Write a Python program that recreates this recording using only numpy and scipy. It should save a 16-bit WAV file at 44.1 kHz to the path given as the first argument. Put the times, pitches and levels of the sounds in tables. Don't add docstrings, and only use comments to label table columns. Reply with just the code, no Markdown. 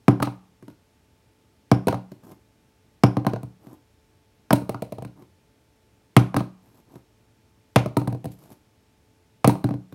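import sys
import numpy as np
from scipy import signal
from scipy.fft import rfft, irfft, next_fast_len
from scipy.io import wavfile
from scipy.ndimage import uniform_filter1d

SR = 44100
rng = np.random.default_rng(int(sys.argv[2]) if len(sys.argv) > 2 else 0)


def dump_mix(stems):
    frames = np.atleast_2d(stems).T
    limited = np.clip(frames, -1, 1)
    pcm = np.round(limited * 32767).astype(np.int16)
    wavfile.write(sys.argv[1], SR, pcm)


N = 438354
TIME_S = np.arange(N) / SR
AGE_S = TIME_S[:SR // 2]

# pitch_hz, relative level_db_per_hz
SIDE_CLACK_SPECTRUM = [(1300, -19.5), (1600, -6), (2400, 2.5), (2900, -1.5), (3400, -7.5), (4100, 0),
                       (5000, -7.5), (6500, -11), (8000, -30)]
# pitch_hz, relative level_db_per_hz
RUB_SPECTRUM = [(600, 0), (1200, 0), (2000, -2), (4000, -3), (6000, -2), (9000, -3), (11000, 1), (12700, 5),
                (14000, -4), (16000, -13)]


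def from_db(db):
    return 10 ** (np.asarray(db) / 20)


def rms_one(x):
    return x / np.sqrt(np.mean(x ** 2) + 1e-20)


def unit_attack(x):
    attack = x[:int(0.01 * SR)]
    return x / np.sqrt(np.mean(attack ** 2) + 1e-20)


def fade(t60_s):
    return np.exp(-np.log(1000) * AGE_S / max(t60_s, 1e-3))


def colour(x, spectrum):
    hz, db = np.transpose(spectrum)
    bins_hz = np.maximum(np.fft.rfftfreq(len(x), 1 / SR), 1)
    gain_db = np.interp(np.log(bins_hz), np.log(hz), db, left=-80, right=-80)
    return irfft(rfft(x) * from_db(gain_db), len(x))


def noise(spectrum, size):
    white = rng.standard_normal(next_fast_len(size))
    return rms_one(colour(white, spectrum)[:size])


def add(track, start_s, sound):
    at = int(round(start_s * SR))
    track[at:at + len(sound)] += sound[:N - at]


def background():
    # pitch_hz, relative level_db_per_hz
    air_spectrum = [(15, -54.5), (25, -36), (36, -4), (49, -1), (114, 0.5), (145, -7.5), (277, -6),
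                    (405, -12.5), (439, -16), (575, -14), (887, -20.5), (1040, -21.5), (2480, -23.5),
                    (12200, -33.5), (16000, -39.5)]
    # pitch_hz, rms level_db
    hum_lines = [(108, -74), (437, -74), (876.5, -77.5), (2406, -90), (5421, -88)]
    air_db = -61.5
    hum = np.zeros(N)
    for hz, db in hum_lines:
        phase_cycles = rng.random()
        hum += np.sqrt(2) * from_db(db) * np.sin(2 * np.pi * (hz * TIME_S + phase_cycles))
    return from_db(air_db) * noise(air_spectrum, N) + hum


def ring(modes, spread_db):
    travel_s, travel_hz = 0.002, 100.75
    scatter = from_db(spread_db * rng.standard_normal(len(modes)))
    out = 0
    for k, (hz, db, t60_s) in enumerate(modes):
        delay_s = travel_s * np.sqrt(travel_hz / hz)
        since_arrival_s = np.maximum(AGE_S - delay_s, 0)
        gain = (-1) ** k * scatter[k] * from_db(db)
        out = out + gain * np.sin(2 * np.pi * hz * since_arrival_s) * fade(t60_s)
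    return out


def desk_blow(thud_db, tilt_db, knock_db, knock_hz, thud_spread_db, knock_spread_db, focus_db):
    # pitch_hz, relative level_db, t60_s
    desk_modes = [(67.6, -27.5, 0.28), (93.6, -17, 0.14), (121.3, -5.5, .22), (152.7, -21.5, 0.29),
                  (185, -22, 0.47), (190, 2.5, 0.038), (227.6, -24, 0.3), (265.3, -25, 0.3),
                  (290.3, -5.5, 0.079), (317.8, -24, 0.26), (374, -16.5, 0.14), (463, -37, 0.067),
                  (462, -0.5, 0.023), (506.6, -1, 0.022), (593, -7, .03), (664, -5, 0.023),
                  (808.2, -11.5, 0.033), (944.5, -10.5, 0.036), (961, 1, .011), (1099, -14.5, 0.017),
                  (1090, -22.5, 0.038), (1258, -9, 0.016), (1423, -18, 0.034), (1607, -15, .016)]
    thud_top_hz = 400
    lower, upper = [], []
    for hz, db, t60_s in desk_modes:
        if hz < thud_top_hz:
            lower.append((hz, db + tilt_db * np.log2(hz / thud_top_hz), t60_s))
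        else:
            upper.append((hz, db - focus_db * np.log2(hz / knock_hz) ** 2, t60_s))
    thud = unit_attack(ring(lower, thud_spread_db))
    knock = unit_attack(ring(upper, knock_spread_db))
    return from_db(thud_db) * thud - from_db(knock_db) * knock


def reverberation(build_s, wall_s, wall_db):
    walls = 1 + from_db(wall_db) * np.exp(-((AGE_S - wall_s) / 0.0067) ** 2)
    build = 1 - np.exp(-(AGE_S / build_s) ** 2)
    envelope = build * walls * fade(t60_s=0.29)
    return envelope / np.linalg.norm(envelope)


def crack(spectrum, rise_s, t60_s, room_db):
    flutter = rms_one(uniform_filter1d(rng.standard_normal(len(AGE_S)), size=24))
    rattle = from_db(3.5 * flutter)
    direct = rattle * (1 - np.exp(-AGE_S / max(rise_s, 1e-5))) * fade(t60_s)
    tail = from_db(room_db) * reverberation(build_s=0.0098, wall_s=0.031, wall_db=-2.5)
    envelope = np.hypot(direct / np.linalg.norm(direct), tail)
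    return unit_attack(noise(spectrum, len(AGE_S)) * envelope)


def landings():
    # start_s, thud_db, thud tilt_db_per_octave, knock_db, knock_hz, crack_db, cap_db
    end_blows = [(0.081, -7, 4.5, -14.5, 860, -30, -42), (1.715, -9.5, -0.5, -14, 750, -30.5, -33),
                 (3.0354, -7.5, 0.5, -12.5, 872, -27, -29.5), (4.506, -20, 3.5, -16, 1280, -34.5, -36),
                 (6.1654, -6, 0, -11.5, 1130, -18.5, -51.5), (7.7594, -12, -3.5, -11, 640, -20.5, -58),
                 (9.4441, -17, -5, -12.5, 720, -27.5, -59.5)]
    # pitch_hz, relative level_db_per_hz
    clack_spectrum = [(1300, -8.5), (1600, -6), (1900, -1), (2300, 5.5), (2800, -1.5), (3400, -3.5),
                      (4300, -9.5), (6500, -13.5), (8000, -25)]
    tick_spectrum = [(5500, -10.5), (7200, -5.5), (8500, 0), (10500, 2), (12500, -4), (14000, -9.5),
                     (16000, -17.5)]
    cap_spectrum = [(4300, -22), (4950, -2), (5250, -1), (5600, 0), (6000, -22)]
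    tick_share_db = -9
    wood, plastic = np.zeros((2, N))
    for start_s, thud_db, tilt_db, knock_db, knock_hz, crack_db, cap_db in end_blows:
        blow = desk_blow(thud_db, tilt_db, knock_db, knock_hz,
                         thud_spread_db=1.1, knock_spread_db=1.35, focus_db=4.0)
        clack = crack(clack_spectrum, rise_s=0.0007, t60_s=0.035, room_db=-10.5)
        tick = crack(tick_spectrum, rise_s=0.00087, t60_s=0.021, room_db=-16.5)
        cap = crack(cap_spectrum, rise_s=0.0003, t60_s=0.018, room_db=-12.5)
        add(wood, start_s, blow)
        add(plastic, start_s, from_db(crack_db) * clack)
        add(plastic, start_s, from_db(crack_db + tick_share_db) * tick)
        add(plastic, start_s, from_db(cap_db) * cap)
    return wood, plastic


def clatter():
    # start_s, strength_db, knock_hz, edge sharpness_db, boom_db of the struck spot
    side_blows = [(0.2007, -28.5, 840, -6, 1), (0.2227, -32.5, 970, 17.5, 12.5),
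                  (0.226, -20.5, 890, 10, -31), (0.2718, -29, 950, -11, 1), (1.8705, -18, 450, 3, -1),
                  (1.882, -17.5, 950, 4.5, -3), (1.9256, -24, 784, -6, -3.5), (1.9431, -27.5, 697, -4, -2),
                  (3.1682, -23.5, 730, -5, 5.5), (3.248, -32.5, 820, -9, -6), (3.2661, -19.5, 764, 2, 3.5),
                  (3.334, -24.5, 724, -6.5, -3), (3.3604, -34, 860, -7, -2), (3.431, -42, 454, 11.5, 10.5),
                  (4.529, -14.5, 618.5, 12.5, 4.5), (4.6193, -37.5, 720, -7, 5),
                  (4.693, -23.5, 494, 5.5, -6.5), (4.744, -32, 1200, -5, -1), (4.8212, -27, 493, 5.5, -2),
                  (4.9217, -30.5, 460, 4, -4), (4.9833, -34.5, 447, -3, -4), (5.022, -36.5, 452, 5.5, 2.5),
                  (5.0482, -43, 1245, 11.5, 8), (6.3431, -25, 856, -3, 0), (6.365, -20, 850, 8, 2.5),
                  (6.405, -30, 785, -2, 3.5), (7.859, -25, 700, -1.5, -2), (7.9684, -21, 720, 8.5, 5),
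                  (8.016, -34.5, 680, -6, 2.5), (8.0742, -28.5, 470, 6, 7), (8.125, -36, 467, 3.5, 8.5),
                  (8.1469, -36, 457, -4, 0), (8.243, -36, 440, 8, 4), (8.255, -34.5, 469.5, 9.5, 8),
                  (9.475, -17.5, 460, 16.5, 8.5), (9.494, -21, 930, 0, -2), (9.554, -33.5, 600, -8, -1),
                  (9.6416, -27.5, 900, 6, 10), (9.689, -33.5, 686, -1, -3), (9.708, -35, 785, -4, 12.5),
                  (9.7391, -37, 620, -3, 8)]
    # pitch_hz, relative level_db_per_hz
    tick_spectrum = [(5500, -13), (7200, -11), (8800, 1.5), (10500, -1), (12500, -1), (14000, -10.5),
                     (16000, -3)]
    barrel_spectrum = [(3500, -25.5), (4100, -8), (4700, -23), (7600, -16), (8400, -13), (8800, -7.5),
                       (9300, -15.5), (10200, -24)]
    middling_db, middling_knock_hz = -24, 669
    tilt_per_db, tilt_per_octave_db = 0.34, 4
    clack_per_db, clack_per_octave_db = 0.55, 4.5
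    clack_share_db, tick_share_db, barrel_share_db = -20, -24.5, -45
    wood, plastic = np.zeros((2, N))
    for start_s, db, knock_hz, sharp_db, boom_db in side_blows:
        octaves = np.log2(knock_hz / middling_knock_hz)
        thud_db = db + boom_db
        tilt_db = tilt_per_db * (thud_db - middling_db) + tilt_per_octave_db * octaves
        clack_db = db + clack_share_db + clack_per_db * sharp_db + clack_per_octave_db * octaves
        blow = desk_blow(thud_db, tilt_db, db, knock_hz,
                         thud_spread_db=2.5, knock_spread_db=5.0, focus_db=7.0)
        clack = crack(SIDE_CLACK_SPECTRUM, rise_s=0.0005, t60_s=0.024, room_db=-9.5)
        tick = crack(tick_spectrum, rise_s=0.0012, t60_s=0.02, room_db=-14.5)
        barrel = crack(barrel_spectrum, rise_s=0.001, t60_s=0.11, room_db=0)
        add(wood, start_s, blow)
        add(plastic, start_s, from_db(clack_db) * clack)
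        add(plastic, start_s, from_db(db + sharp_db + tick_share_db) * tick)
        add(plastic, start_s, from_db(db + sharp_db + barrel_share_db) * barrel)
    return wood, plastic


def nudges():
    # start_s, strength_db
    bumps = [(0.625, -44), (0.68, -39.5), (0.699, -46), (2.117, -38), (2.32, -45), (3.668, -43),
             (5.222, -46), (6.955, -42), (8.512, -46), (9.924, -39)]
    knock_share_db, tick_share_db = -9, -22
    out = np.zeros(N)
    for start_s, db in bumps:
        bump = desk_blow(db, tilt_db=4.0, knock_db=db + knock_share_db, knock_hz=590,
                         thud_spread_db=2.5, knock_spread_db=5.5, focus_db=0.0)
        add(out, start_s, bump)
        for spectrum in (RUB_SPECTRUM, SIDE_CLACK_SPECTRUM):
            tick = crack(spectrum, rise_s=0.001, t60_s=0.025, room_db=-10)
            add(out, start_s, from_db(db + tick_share_db) * tick)
    return out


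def slide_envelope(length_s):
    attack_s, swell_db, release_s = 0.023, 6.5, 0.016
    hold = np.minimum(AGE_S / attack_s, 1)
    swell = from_db(swell_db * np.minimum(AGE_S / length_s - 1, 0))
    release = np.exp(-np.maximum(AGE_S - length_s, 0) / release_s)
    return hold * swell * release


def slides(grain_db):
    # start_s, length_s, rumble_db, hiss_db
    drags = [(2.22, 0.1, -46, -61), (3.596, .145, -49.5, -66), (5.153, 0.063, -48, -70),
             (6.61, 0.18, -56.5, -68), (6.87, 0.1, -49, -67), (8.303, 0.018, -57, -54),
             (8.367, 0.16, -51.5, -61)]
    # pitch_hz, relative level_db_per_hz
    rumble_spectrum = [(60, -16), (122, 3), (170, -3), (290, 0), (450, -9), (800, -12), (1200, -17),
                       (1800, -30)]
    grain = rms_one(uniform_filter1d(rng.standard_normal(N), size=180))
    slips = from_db(grain_db * grain)
    rumble = rms_one(colour(slips * rng.standard_normal(N), rumble_spectrum))
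    hiss = rms_one(slips * noise(RUB_SPECTRUM, N))
    rumble_gain, hiss_gain = np.zeros((2, N))
    for start_s, length_s, rumble_db, hiss_db in drags:
        envelope = slide_envelope(length_s)
        add(rumble_gain, start_s, from_db(rumble_db) * envelope)
        add(hiss_gain, start_s, from_db(hiss_db) * envelope)
    return rumble * rumble_gain + hiss * hiss_gain


def bedroom(x):
    # pitch_hz, level_db
    room_spectrum = [(100, -21), (300, -9), (600, -10), (1100, -9), (2000, -8.5), (9000, -10),
                     (16000, -11.5)]
    linger_spectrum = [(350, -37), (650, -22), (1150, -17.5), (1800, -30)]
    early = reverberation(build_s=0.00069, wall_s=0.03, wall_db=-5.0)
    echoes = colour(rng.standard_normal(len(AGE_S)), room_spectrum) * early
    slow = fade(t60_s=0.55)
    late = colour(rng.standard_normal(len(AGE_S)), linger_spectrum) * slow / np.linalg.norm(slow)
    return x + signal.fftconvolve(x, echoes + late)[:N]


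def scene():
    wood, plastic = np.add(landings(), clatter())
    handling = nudges() + slides(grain_db=4.0)
    return (bedroom(wood + handling) + plastic + background())[None]


def record(dry):
    mic_low_hz, cutoff_hz = 53.7, 16000
    low_cut = signal.butter(2, mic_low_hz, "high", fs=SR, output="sos")
    heard = signal.sosfilt(low_cut, dry)
    rounded = heard / (1 + heard ** 6) ** (1 / 6)
    top_cut = signal.ellip(10, 0.1, 90, cutoff_hz, fs=SR, output="sos")
    return signal.sosfilt(top_cut, rounded)


dry = scene()
out = record(dry)
dump_mix(out)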